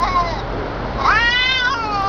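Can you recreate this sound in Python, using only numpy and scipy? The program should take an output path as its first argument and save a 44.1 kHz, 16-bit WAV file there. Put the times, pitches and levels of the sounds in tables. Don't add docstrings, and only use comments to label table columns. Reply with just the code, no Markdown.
import sys
import numpy as np
from scipy import signal
from scipy.io import wavfile

SR = 44100
rng = np.random.default_rng(int(sys.argv[2]) if len(sys.argv) > 2 else 0)


def dump_mix(stems):
    frames = np.atleast_2d(stems).T
    limited = np.clip(frames, -1, 1)
    pcm = np.round(limited * 32767).astype(np.int16)
    wavfile.write(sys.argv[1], SR, pcm)


def voltage_ratio(level):
    return 10 ** (np.asarray(level, float) / 20)


N = 91948


def rms_one(x):
    return x / np.sqrt(np.mean(x ** 2) + 1e-20)


def in_time(rows):
    s, *columns = np.transpose(rows)
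    return [np.interp(np.arange(N) / SR, s, column) for column in columns]


def drift(rate):
    pole = np.exp(-80 * np.pi * rate / SR)
    noise = rng.standard_normal(N // 40 + 1002)
    slow = signal.lfilter([1], [1, -2 * pole, pole * pole], noise)[1000:]
    return np.interp(np.arange(N) / 40, np.arange(len(slow)), rms_one(slow))


def band(x, low_hz, high_hz):
    return signal.sosfilt(signal.butter(2, [low_hz, high_hz], "band", fs=SR, output="sos"), x)


# t/s, pitch f/Hz, level/dB
YODEL = [(0, 335, -21), (.02, 343, -19), (.035, 353, -11), (.042, 357, -16), (.047, 402, -18),
         (.056, 428, -18), (.07, 413, -20), (.077, 385, -17), (.088, 367, -19)]
FADE = [(0.103, 364.6, -21.5), (0.142, 365.2, -24.5), (.165, 355, -14.5), (.21, 348.8, -15.5),
        (.23, 343.7, -25), (0.269, 339.8, -25), (.305, 329.7, -26.5), (.335, 309, -30.5),
        (.402, 251.8, -28.5)]
RASP = [
    (.982, 270.8, -23),
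    (1.031, 270.7, -17),
    (1.055, 262.2, -12),
    (1.085, 324, -11),
    (1.106, 375, -11.5),
    (1.129, 414.9, -13.5),
]
HOLD = [(1.159, 431.3, -12.5), (1.21, 467.9, -15.5), (1.28, 475.8, -17.5), (1.358, 494.5, -16.5),
        (1.412, 503.5, -17), (1.522, 520, -16), (1.579, 513.5, -19), (1.636, 492, -16.5)]
BREAK = [
    (1.643, 490, -19),
    (1.655, 488, -10),
    (1.668, 496, -17),
    (1.68, 506, -15),
    (1.694, 520, -18),
    (1.708, 549, -18),
    (1.734, 552, -20),
    (1.741, 532, -20),
]
SAG = [(1.745, 467, -20), (1.819, 451.8, -23.5), (1.855, 429.1, -21.5), (1.901, 420, -24.5),
       (1.954, 403, -18), (2.014, 391.8, -19), (2.023, 383.6, -16.5), (2.045, 393.7, -17.5),
       (2.085, 394.4, -17.5)]


def folds():
    release_s = 0.014
    silence = [(FADE[-1][0] + release_s, FADE[-1][1], -70), (RASP[0][0] - release_s, RASP[0][1], -70)]
    return in_time(YODEL + FADE + silence + RASP + HOLD + BREAK + SAG)


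def tremble():
    middle_s, half_length_s, per_s = 1.55, .17, 39
    t = np.arange(N) / SR
    swell = np.exp(-((t - middle_s) / half_length_s) ** 4)
    return swell * np.sin(2 * np.pi * per_s * t + drift(12))


WIDTHS_HZ = (341, 255, 188)


def throat(hz, first, second, third, second_db, third_db):
    valley_db, chest_db, low_cut_hz = -36.5, -11.5, 745
    air_db, air_hz, air_width_hz = -4.5, 5100, 730

    def hump(centre, width):
        return 1 / (1 + ((hz - centre) / width) ** 2) ** 2

    low = hump(first, WIDTHS_HZ[0] * first / 1400) + voltage_ratio(chest_db) / (1 + (hz / first) ** 8)
    middle = hump(second, WIDTHS_HZ[1] * (second / 2200) ** 2)
    top = hump(third, WIDTHS_HZ[2]) + voltage_ratio(air_db) * hump(air_hz, air_width_hz)
    total = low + voltage_ratio(second_db) * middle + voltage_ratio(third_db) * top + voltage_ratio(valley_db)
    return total / (1 + (low_cut_hz / hz) ** 6)


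# t/s, first resonance f/Hz, second f/Hz, third f/Hz
MOUTH = [(0, 980, 1920, 4160), (.06, 962, 2040, 3860), (.18, 1022, 2130, 3950), (.3, 740, 1980, 4085),
         (.42, 817, 1990, 3750), (1.05, 1018, 2039, 3795), (1.09, 1240, 2210, 4210),
         (1.14, 1533, 2630, 5280), (1.19, 1794, 2910, 4040), (1.3, 1836, 3130, 4180),
         (1.39, 2003, 3240, 4069), (1.55, 1960, 3257, 3937), (1.61, 1614, 3225, 5140),
         (1.655, 1459, 3400, 5220), (1.72, 1177, 3250, 5100), (1.76, 1360, 2823, 4983),
         (1.86, 1021, 2330, 4365), (2.085, 1014, 2750, 4500)]
# t/s, second resonance level/dB, third level/dB, roughness [0-1]
STRAIN = [(.05, -17, -25, .08), (.12, -10, -14.5, 0.11), (.19, -24, -31, 0.1), (.3, -19.5, -18.5, .05),
          (.41, -15, -14, 0.11), (.98, -22, -21, .85), (1.05, -11.5, -22.5, .45), (1.09, -23, -21, 0.35),
          (1.15, -15.5, -22, 0.25), (1.25, -8, -8.5, 0.09), (1.42, -1.5, -13, 0.13), (1.58, -0.5, -7, .05),
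          (1.65, -15.5, -12, 0.25), (1.695, -16, -25.5, 0.32), (1.71, -12, -3.5, 0.11),
          (1.745, -11.5, -15, 0.2), (1.9, -18.5, -23.5, 0.2), (2.085, -36.5, -31.5, 0.1)]


def cat():
    jitter, rasp_jitter, tremor_pitch = .0025, .03, .003
    rasp_db, breath_db, tremor_db = -7, -22.5, 1.8
    waver_db, waver_per_s = 2.6, 26
    pitch, level_db = folds()
    second_db, third_db, rough = in_time(STRAIN)
    shape = in_time(MOUTH) + [second_db, third_db]
    rough = np.clip(rough, 0, 1)
    tremor = tremble()
    level_db = level_db + tremor_db * tremor
    unsteady = tremor_pitch * tremor + jitter * drift(40) + rasp_jitter * rough ** 2 * drift(120)
    pitch = pitch * (1 + unsteady)
    phase = 2 * np.pi * np.cumsum(pitch) / SR
    out, power, flutter = np.zeros(N), 1e-9, drift(60)
    for k in range(1, 25):
        gain = throat(k * pitch, *shape) * (k * pitch < 6500)
        waver = voltage_ratio(waver_db * min(k / 6, 1.2) * drift(waver_per_s))
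        rasp = voltage_ratio(rasp_db) * rough * (drift(210) + flutter)
        breath = voltage_ratio(breath_db) * drift(330)
        out += gain * waver * (1 - rough / 2 + rasp + breath) * np.sin(k * phase + .4 * k * k)
        power = power + gain ** 2 / 2
    return voltage_ratio(level_db) * out / np.sqrt(power)


# delay t/s, level/dB
ECHOES = [(.0031, -13), (.0074, -13), (.0127, -12), (.019, -17), (.027, -22)]


def echoes(x):
    out = x.copy()
    for delay, db in ECHOES:
        lag = int(delay * SR)
        out[lag:] += voltage_ratio(db) * x[:-lag]
    return out * voltage_ratio(-0.14)


# middle t/s, half length t/s, level/dB
GROWLS = [
    (0.593, .09, -26.5),
    (1.86, 0.2, -32.5),
]


def growl():
    pulse_hz, jitter, chest_band_hz = 143, .05, (270, 520)
    t = np.arange(N) / SR
    cycles = np.cumsum(pulse_hz * (1 + jitter * drift(24.5))) / SR
    pulses = np.diff(np.floor(cycles), prepend=0) * voltage_ratio(drift(80))
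    swell = sum(voltage_ratio(db) * np.exp(-((t - s) / half) ** 2) for s, half, db in GROWLS)
    return swell * rms_one(band(pulses + 1e-18, *chest_band_hz))


def spit():
    start_s, attack_s, decay_s = 1, 0.0026, 0.099
    band_hz, level_db = (3200, 7500), -35
    since = np.arange(N) / SR - start_s
    shape = np.clip(since / attack_s, 0, 1) * np.exp(-np.maximum(since, 0) / decay_s)
    return voltage_ratio(level_db) * shape * rms_one(band(rng.standard_normal(N), *band_hz))


# f/Hz, level/dB
STREET = [(25, -30), (40, 2), (75, -8), (667, -10.5), (1310, -15.5), (2570, -31), (3770, -30.5),
          (5400, -36), (7000, -37)]


def traffic():
    level_db, patchy_db, rumble_cut_hz = -25, 0.22, 44.7
    edges = 24 * 2 ** np.arange(0, 8.6, .5)
    white = rng.standard_normal((2, N + SR))
    hz, db = np.transpose(STREET)
    out = 0
    for k, (low, high) in enumerate(zip(edges, edges[1:])):
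        colour = np.interp(np.log(low * high) / 2, np.log(hz), db)
        patch = voltage_ratio(colour + patchy_db * drift(2.7))
        out = out + patch * band(white[k % 2], low, high)[SR:]
    rumble_cut = signal.butter(4, rumble_cut_hz, "high", fs=SR, output="sos")
    return signal.sosfilt(rumble_cut, voltage_ratio(level_db) * rms_one(out))


# f/Hz, wander f/Hz, level/dB
IDLE = [
    (46.5, 2.74, -28.5),
    (111, 6.95, -32.5),
]


def engine():
    out = 0
    for centre_hz, width_hz, level_db in IDLE:
        phase = 2 * np.pi * np.cumsum(centre_hz + width_hz * drift(3)) / SR
        out = out + voltage_ratio(level_db - 1 + 0.5 * drift(12)) * np.sin(phase)
    return out


# t/s, level/dB
GAIN_RIDE = [
    (0, 0),
    (.4, 0),
    (1.1, 1.5),
    (1.35, -4),
    (1.7, -5.5),
    (2.085, -1.5),
]


def scene():
    ride, = in_time(GAIN_RIDE)
    return (echoes(cat()) + growl() + spit() + voltage_ratio(ride) * (traffic() + engine()))[None]


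def top_cut(x):
    return signal.sosfilt(signal.butter(12, 16000, fs=SR, output="sos"), x)


def record(dry):
    clip, slowdown, offset = 1.3, 4, -.0045
    input_cut_hz, output_cut_hz, top_hz = 6990, 5285, 7610
    splice_s, splice_db = 2.02102, -27

    def low(x, hz):
        return signal.sosfiltfilt(signal.butter(5, hz, fs=SR, output="sos"), x)

    rounded = clip * np.tanh(dry / clip)
    sampled = np.arange(N) % slowdown == 0
    held = low(rounded, input_cut_hz) * sampled * slowdown
    x = low(held, output_cut_hz)
    x = signal.sosfiltfilt(signal.cheby2(10, 35, top_hz, fs=SR, output="sos"), x)
    x[:, int(splice_s * SR)] -= voltage_ratio(splice_db)
    return top_cut(x + offset)


dry = scene()
out = record(dry)
dump_mix(out)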